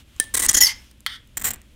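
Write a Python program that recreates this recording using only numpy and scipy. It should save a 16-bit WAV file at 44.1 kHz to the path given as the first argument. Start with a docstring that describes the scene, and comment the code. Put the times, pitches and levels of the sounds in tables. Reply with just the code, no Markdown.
"""Faint hum, room air and hand rumble come first, then a tick and a tap as a razor blade is set on the metal
side frame of a phone, close to the microphone. Stuttering scrapes follow: filtered click and hiss noise
that rings sinking resonances. The longest slip squeals as the blade runs off: wavering sines and narrow noise.
A second tap (noise crack, dying modes) leads to a soft slide and lighter slips. A faint room tail follows."""
import sys
import numpy as np
from scipy import signal
from scipy.io import wavfile
from scipy.ndimage import uniform_filter1d

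SR = 44100
rng = np.random.default_rng(int(sys.argv[2]) if len(sys.argv) > 2 else 0)


def linear_from_db(decibels):
    """Turn decibels (scalar or array-like) into linear amplitude factors; 0 gives 1."""
    return 10 ** (np.asarray(decibels, float) / 20)


def master(y):
    """Save y as 16-bit WAV."""
    cut = np.clip(np.atleast_2d(y).T, -1, 1)
    pcm = np.round(cut * 32767)  # scale
    wavfile.write(sys.argv[1], SR, pcm.astype(np.int16))


N = 77175  # samples

# Room air: f/Hz, relative density/dB; its swell: t/s, level re AIR_DB/dB
AIR_TONE = [(150, -22), (250, -10), (400, -22.5), (830, -17), (1500, -15), (2160, -13.5), (3170, -9.5),
            (4650, -19.5), (8400, -20.5), (12000, -24), (16000, -28.5)]
AIR_SWELL = [(0, 7), (.04, -7.5), (.085, -2.5), (.11, -3), (.19, 1), (.8, 3), (.95, -6.5), (1.75, -5)]
# Mains hum: f/Hz, rms level/dB
HUM = [(60, -56.5), (120, -64.5)]
# Rumble of hands and table: t/s, level/dB; its spectrum: f/Hz, relative density/dB
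RUMBLE_LEVEL = [(0.0, -50), (0.116, -54), (0.32, -50), (0.346, -41), (0.448, -41.5), (0.496, -31.5),
                (0.526, -49.5), (0.55, -30), (0.588, -48), (0.614, -32.5), (0.658, -53.5), (0.764, -48),
                (0.832, -54), (1.35, -52), (1.378, -43), (1.52, -38), (1.594, -52), (1.75, -51)]
RUMBLE_TONE = [(12, -50), (20, 7.5), (80, 8), (173, -7.5), (211, -0.5), (348, -10), (414, -17.5),
               (500, -14.5), (650, -18.5), (1100, -120)]
# Small catches of the blade: t/s, relative level/dB
TICKS = [(0.164, -35), (0.2412, -24.5), (0.82, -42), (0.8442, -43), (0.9129, -35.5), (1.0055, -32),
         (1.274, -42), (1.5594, -31), (1.6163, -35.5)]
# Room tail: f/Hz, relative level/dB, t60/s
ROOM_TAIL = [(500, -0.5, 0.33), (3010, 1.5, 0.24), (5960, 0, 0.11), (9000, -12, 0.2), (14980, -25.5, 0.035)]
# Taps: level/dB, crack re tap/dB, crack high-pass f/Hz, whole-tap high-pass f/Hz
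TAP_ONE = (-3, -9, 1501.5, 150.5)
TAP_TWO = (-8.5, -10.5, 1999, 704)
# Modes rung by each tap: f/Hz, level re tap/dB, t60/s
TAP_ONE_MODES = [(8940, 9, 0.0051), (11100, -26, 0.0058), (6210, -10.5, 0.0072), (3180, -14, 0.014),
                 (309.5, -23, 0.014), (490, -26.5, 0.017)]
TAP_TWO_MODES = [(3200, -1, 0.0088), (2055, 1, 0.0081), (1330, -12, 0.019), (4310, -5.5, 0.014),
                 (5800, -18, 0.0047), (7760, -34, 0.01), (9700, -7.5, 0.0041), (12800, -18, .005)]
# Close pair of frame modes: f/Hz
BEAT_HZ = [1783, 1773]
# Blade creeping after the first tap: t/s, level/dB; its spectrum: f/Hz, relative density/dB
CREEP_LEVEL = [(.201, -31.5), (.215, -36.5), (.25, -45), (.3, -58.5), (.335, -83.5)]
CREEP_TONE = [(1290, -38), (2200, -4), (2510, -20), (3200, -8.5), (4530, -13), (7450, -9), (9250, 3),
              (12400, -35.5), (16000, -10)]
# Slips: start/s, length/s, level/dB, peak moment/0-1, contact (0 high on the frame, 1 low, 2 light touch)
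SLIPS = [(0.339, 0.018, -20.5, 0.45, 0), (0.365, 0.019, -21.5, 0.78, 0), (.392, 0.018, -22, 0.52, 0),
         (0.408, 0.0084, -33, 0.34, 0), (.418, 0.035, -22.5, 0.25, 0), (0.447, 0.019, -22.5, 0.93, 0),
         (0.4844, 0.011, -23.5, 0.17, 1), (0.486, 0.014, -13.5, 0.78, 1), (0.498, 0.0094, -24.5, 0.18, 0),
         (.508, .011, -25, 0.78, 0), (0.531, 0.0009, -15, 0.056, 0), (0.5355, 0.008, -24.5, 0.083, 0),
         (.541, 0.018, -13.5, 0.45, 1), (0.562, 0.0072, -29.5, 0.47, 0), (0.566, 0.023, -14, 0.34, 1),
         (0.584, 0.01, -24.5, .5, 1), (1.3701, 0.013, -24, 0.087, 2), (1.393, 0.014, -37.5, 0.43, 2),
         (1.414, 0.0012, -30, .1, 2), (1.417, 0.0031, -25, 0.34, 2), (1.421, 0.0038, -26, 0.42, 2),
         (1.436, 0.015, -31, 1, 2), (1.442, .055, -22, 0.15, 2), (1.4787, 0.0017, -34, 0.33, 2),
         (1.504, 0.013, -24, .3, 2), (1.534, 0.005, -32.5, .2, 2), (1.538, 0.0086, -36, .15, 2)]
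# Per contact: hiss rms re clicks, snag rms re clicks, swell exponent (low = blunt, high = pointed)
SLIP_HISS = [.4, 3.9, 0.24]
SLIP_SNAG = [0.36, 0.1, 0.94]
SLIP_EXPONENT = [0.48, 0.82, 0.39]
# Scrape spectrum at each contact: f/Hz, relative density/dB
HIGH_TONE = [(120, -52.5), (200, -10.5), (278, -10.5), (612, -14.5), (968, -15), (1080, -6), (1420, -16),
             (1940, -8), (2510, -16.5), (3970, -10.5), (4520, -16.5), (7970, -2.5), (11900, -13.5),
             (13600, -9.5), (16000, -13.5)]
LOW_TONE = [(88, -44), (150, -24.5), (309, -8), (414, -20), (545, -18.5), (837, -34), (1900, -16),
            (2500, -24.5), (3160, -12), (4760, -21), (5250, -3.5), (6910, 4.5), (7620, -16), (10200, -6),
            (16000, -22.5)]
LIGHT_TONE = [(88, -36), (150, -20.5), (1120, -10.5), (1360, -11), (1980, -7), (2700, -14), (3290, -12),
              (4760, -18.5), (6390, -14), (7470, 1), (11900, -20), (14200, 0), (16000, -15)]
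# Resonances at each contact: start f/Hz, width/Hz, level re drive/dB, fall during the slip/Hz (negative rises)
HIGH_RING = [(8740, 660, -3, 140), (2040, 90, -12.5, 100)]
LOW_RING = [(6980, 140, -5, 58), (6200, 150, -17, 29), (5620, 110, -15, 619.5), (4490, 96, -20.5, 30),
            (3320, 90, -20, 55.5), (1900, 88, -14, -49.5)]
LIGHT_RING = [(7420, 170, -16, 150), (5860, 110, -24.5, 30), (2000, 140, -25.5, 73)]
# Run-off scrape: t/s, level/dB; its spectrum: f/Hz, relative density/dB
RUNOFF_LEVEL = [(.6052, -17), (.611, -16), (.622, -25), (.64, -22), (.66, -31.5), (.673, -23.5), (.69, -27),
                (.715, -33.5), (.74, -50.5), (.8, -63), (.92, -62)]
RUNOFF_TONE = [(180, -61), (400, -38), (650, -31.5), (900, -16), (1300, -28), (2070, -9.5), (2500, -21),
               (3200, -5.5), (3900, -21), (5000, -6), (6500, -9), (8000, -20.5), (12000, -19.5),
               (16000, -36.5)]
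# Blade squeals, frame ring and treble sheen of the run-off: t/s, f/Hz, level/dB
SQUEAL_LOW = [(.6052, 5685, -29.5), (.610, 5607, -6), (.613, 5627, -14.5), (.616, 5653, -14.5),
              (.621, 5568, -37.5), (.625, 5580, -3), (.6285, 5516, -28.5), (.636, 5376, -5),
              (.6415, 5390, -21), (.6475, 5402, -3), (.656, 5276, -21.5), (.661, 4907, -21),
              (.670, 4620, -15), (.679, 4510, -33.5), (.715, 4500, -40), (.74, 5270, -44), (.92, 5290, -81)]
SQUEAL_HIGH = [(.6052, 6900, -33.5), (.613, 6850, -5), (.620, 6850, -17), (.628, 6870, -13.5),
               (.636, 6600, -30), (.643, 6420, -18.5), (.653, 6350, -24), (.658, 6210, -16),
               (.665, 6150, -32.5), (.671, 6030, -17.5), (.68, 6050, -53.5), (.715, 6400, -52.5),
               (.8, 6400, -61)]
FRAME_RING = [(.6052, 1900, -28), (.613, 1985, -31), (.619, 1995, -16.5), (.628, 1985, -19),
              (.642, 2043, -26.5), (.66, 2080, -27), (.68, 2045, -44), (.689, 2097, -28),
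              (.71, 2050, -32.5), (.721, 2000, -29.5), (.74, 2040, -58), (.8, 2060, -78.5)]
SHEEN = [(.605, 12900, -32), (.611, 12800, -12), (.65, 11000, -24), (.675, 11300, -26.5), (.69, 10500, -39),
         (.72, 9300, -53)]
# Clean tone in squeals and ring: t/s, share/0-1
CLEAN_SHARE = [(.6, 0.7), (.65, 0.75), (.665, 0.42), (.74, 0)]
# Slide after the second tap: t/s, gain/dB; its spectrum: f/Hz, relative density/dB
SLIDE_GAIN = [(1.067, -26), (1.08, -42.5), (1.12, -40.5), (1.16, -41.5), (1.185, -62), (1.22, -80)]
SLIDE_TONE = [(400, -44.5), (800, -40), (1300, -12.5), (1950, -6), (2300, -13.5), (2650, -27.5),
              (3100, -3.5), (3500, -9.5), (3800, -10.5), (4100, -23), (4400, -10), (4800, -14.5),
              (5170, -13), (6000, -22), (7700, -30.5), (9000, -18.5), (10800, -35.5), (11700, -27.5),
              (16000, -38)]
# Frame resonance under the slide: f/Hz, width/Hz, level re rub/dB
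SLIDE_RING = (3464, 380, -12.5)

AIR_DB, ROOM_DB = -56.5, -17.5
TICK_DECAY_S = 0.0012
TAP_ONE_S, TAP_TWO_S = 0.1996, 1.0634
CRACK_T60_S, TAP_RISE_S = 0.018, 0.00035
BEAT_DB, BEAT_T60_S = -26, 0.22  # dB of each mode
CLICKS_PER_S, CLICK_SPREAD_DB, HISS_RATIO = 4000, 4, 0.87
SNAGS_PER_S = 410
SQUEAL_WIDTH_HZ, RING_WIDTH_HZ, SHEEN_WIDTH_HZ = 96, 75, 4100
WOBBLE_RATIO, WOBBLE_S = 0.012, 0.0037  # rms pitch deviation, smoothing time
LOWPASS_HZ = 15850


def evened(x):
    """Scale to rms 1."""
    return x / np.sqrt(np.mean(x ** 2) + 1e-20)


def along(rows, col, outside=None):
    """Interpolate one column over time, per sample."""
    rows = np.asarray(rows, float)
    return np.interp(np.arange(N) / SR, rows[:, 0], rows[:, col], outside, outside)


def colour(x, tone):
    """Minimum-phase filter of unit energy with the given spectrum."""
    f, db = np.transpose(tone)
    hz = np.abs(np.fft.fftfreq(8192, 1 / SR))
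    tone_db = np.interp(np.log(hz + 1), np.log(f + 1), np.maximum(db, -90))
    log_gain = np.log(linear_from_db(tone_db))
    phase = -signal.hilbert(log_gain).imag
    taps = np.fft.ifft(np.exp(log_gain + 1j * phase)).real[:4096]
    return signal.oaconvolve(x, taps / np.linalg.norm(taps))[:N]


def resonate(x, hz, width_hz):
    """Resonance following the curve hz: shift to 0 Hz, one-pole low-pass, shift back; rms 1."""
    turn = np.exp(2j * np.pi * np.cumsum(hz) / SR)
    pole = np.exp(-np.pi * width_hz / SR)
    slow = signal.lfilter([1 - pole], [1, -pole], x / turn)
    return evened((turn * slow).real)


def chatter(snag=0, hiss=HISS_RATIO):
    """Edge catching on metal: dense clicks of uneven size, sparse larger snags, fine hiss; rms 1."""
    chance, size, noise = rng.random(N), rng.exponential(1, N), rng.standard_normal(N)
    sign = np.sign(noise)
    clicks = (chance < CLICKS_PER_S / SR) * sign * linear_from_db(CLICK_SPREAD_DB * np.minimum(size, 4))
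    at = np.cumsum(SR / SNAGS_PER_S * rng.uniform(0.5, 1.5, N))
    snags = np.zeros(N)
    snags[at[at < N].astype(int)] = 1
    snags *= sign * rng.uniform(0.35, 1, N)
    return evened(evened(clicks) + snag * evened(snags) + hiss * rng.standard_normal(N))


def background():
    """Room air and hand rumble as filtered noise, mains hum as sines."""
    t = np.arange(N) / SR
    air = colour(rng.standard_normal(N), AIR_TONE) * linear_from_db(AIR_DB + along(AIR_SWELL, 1))
    hum = sum(linear_from_db(db) * np.sqrt(2) * np.sin(2 * np.pi * hz * t) for hz, db in HUM)
    rumble = colour(rng.standard_normal(N), RUMBLE_TONE + [(2000, -93)])
    return air + hum + rumble * linear_from_db(along(RUMBLE_LEVEL, 1))


def ticks():
    """Tiny catches of the resting blade: noise with abrupt onset and exponential decay."""
    t = np.arange(N) / SR
    push = sum(linear_from_db(db) * (t > s) * np.exp(-np.abs(t - s) / TICK_DECAY_S) for s, db in TICKS)
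    return colour(0.5 * push * rng.standard_normal(N), HIGH_TONE)


def room(x):
    """Short, faint noise tail, its decay and level set by frequency; the highest treble is weakest and shortest."""
    hz, t, z = signal.stft(rng.standard_normal(SR // 2), SR, nperseg=128)
    f, db, t60 = np.transpose(ROOM_TAIL)
    decay = linear_from_db(-60 * t / np.interp(hz, f, t60)[:, None])
    tail = signal.istft(z * decay, SR, nperseg=128)[1]
    wet = signal.fftconvolve(x, tail / np.linalg.norm(tail))[:N]
    return colour(wet, np.transpose([f, db])) * linear_from_db(ROOM_DB)


def tap(start_s, db, crack_db, crack_hz, body_hz, modes):
    """A blow: high-passed noise crack and exponentially dying modes."""
    t = np.maximum(np.arange(N) / SR - start_s, 0)
    ring = sum(linear_from_db(mode_db - 60 * t / t60) * np.sin(2 * np.pi * hz * t) for hz, mode_db, t60 in modes)
    crack_filter = signal.butter(2, crack_hz, "high", fs=SR, output="sos")
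    crack = signal.sosfilt(crack_filter, rng.standard_normal(N)) * linear_from_db(crack_db - 60 * t / CRACK_T60_S)
    blow = linear_from_db(db) * (ring + crack) * np.minimum(t / TAP_RISE_S, 1)
    return signal.sosfilt(signal.butter(2, body_hz, "high", fs=SR, output="sos"), blow)


def ping():
    """Two close frame modes beat and die away after the first tap, without room tail."""
    t = np.maximum(np.arange(N) / SR - TAP_ONE_S, 0)
    pair = sum(np.sin(2 * np.pi * hz * t) for hz in BEAT_HZ)
    return linear_from_db(BEAT_DB - 60 * t / BEAT_T60_S) * pair


def creep():
    """Blade creeping after the first tap: fading filtered chatter."""
    return colour(chatter() * linear_from_db(along(CREEP_LEVEL, 1, -99)), CREEP_TONE)


def slips():
    """Each slip swells and stops; contact sets its colour, and its resonances shift as the edge travels."""
    t = np.arange(N) / SR
    push, travel = np.zeros((3, N)), np.zeros((3, N))
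    for start, length, db, peak, contact in SLIPS:
        k = int(round(contact))
        progress = (t - start) / length
        shape = np.interp(progress, [0, np.clip(peak, 0.02, 0.98), 1], [0, 1, 0])
        push[k] += linear_from_db(db) * np.sin(np.pi / 2 * shape) ** SLIP_EXPONENT[k]
        travel[k, t > start] = np.minimum(progress[t > start], 1)
    drives = np.array([chatter(snag, hiss) for snag, hiss in zip(SLIP_SNAG, SLIP_HISS)]) * push
    out = sum(colour(x, tone) for x, tone in zip(drives, (HIGH_TONE, LOW_TONE, LIGHT_TONE)))
    for x, way, modes in zip(drives, travel, (HIGH_RING, LOW_RING, LIGHT_RING)):
        for hz, width_hz, db, fall_hz in modes:
            out += np.std(x) * linear_from_db(db) * resonate(x, hz - fall_hz * way, width_hz)
    return out


def runoff():
    """Long slip: scrape, two sinking blade squeals, wavering frame ring, broad treble sheen."""
    out = colour(chatter() * linear_from_db(along(RUNOFF_LEVEL, 1, -99)), RUNOFF_TONE)
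    share = np.clip(along(CLEAN_SHARE, 1), 0, 1)
    tones = ((SQUEAL_LOW, SQUEAL_WIDTH_HZ), (SQUEAL_HIGH, SQUEAL_WIDTH_HZ), (FRAME_RING, RING_WIDTH_HZ))
    for curve, width_hz in tones:
        wobble = evened(uniform_filter1d(rng.standard_normal(N), int(WOBBLE_S * SR)))
        hz = along(curve, 1) * (1 + WOBBLE_RATIO * wobble)
        clean = np.sqrt(2) * np.sin(2 * np.pi * np.cumsum(hz) / SR)
        rough = resonate(chatter(), hz, width_hz)
        out += (share * clean + (1 - share) * rough) * linear_from_db(along(curve, 2, -99))
    hz = along(SHEEN, 1)
    sheen = resonate(resonate(chatter(), hz, SHEEN_WIDTH_HZ), hz, SHEEN_WIDTH_HZ)
    return out + sheen * linear_from_db(along(SHEEN, 2, -99))


def slide():
    """Blade slides softly after the second tap: hissy chatter ringing one frame resonance."""
    hz, width_hz, db = SLIDE_RING
    rub = chatter(hiss=1.5)
    ring = linear_from_db(db) * resonate(rub, np.full(N, hz), width_hz)
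    return colour((rub + ring) * linear_from_db(along(SLIDE_GAIN, 1, -99)), SLIDE_TONE)


def scene():
    """Mix blade, its room tail, the dry ping and the background."""
    blade = slips() + runoff()
    blade += tap(TAP_ONE_S, *TAP_ONE, TAP_ONE_MODES) + tap(TAP_TWO_S, *TAP_TWO, TAP_TWO_MODES)
    blade += ticks() + slide() + creep()
    return (blade + room(blade) + ping() + background())[None]


def band_limit(x):
    """A steep low-pass at the top of the band."""
    return signal.sosfilt(signal.butter(12, 16230, fs=SR, output="sos"), x)


def record(dry):
    """Band limit, then full-scale clipping."""
    lowpass = signal.firwin(255, LOWPASS_HZ, window=("kaiser", 6), fs=SR)
    limited = signal.oaconvolve(dry, lowpass[None], "same")
    mix = np.clip(limited, -1, 1)
    return band_limit(mix)


dry = scene()
out = record(dry)
master(out)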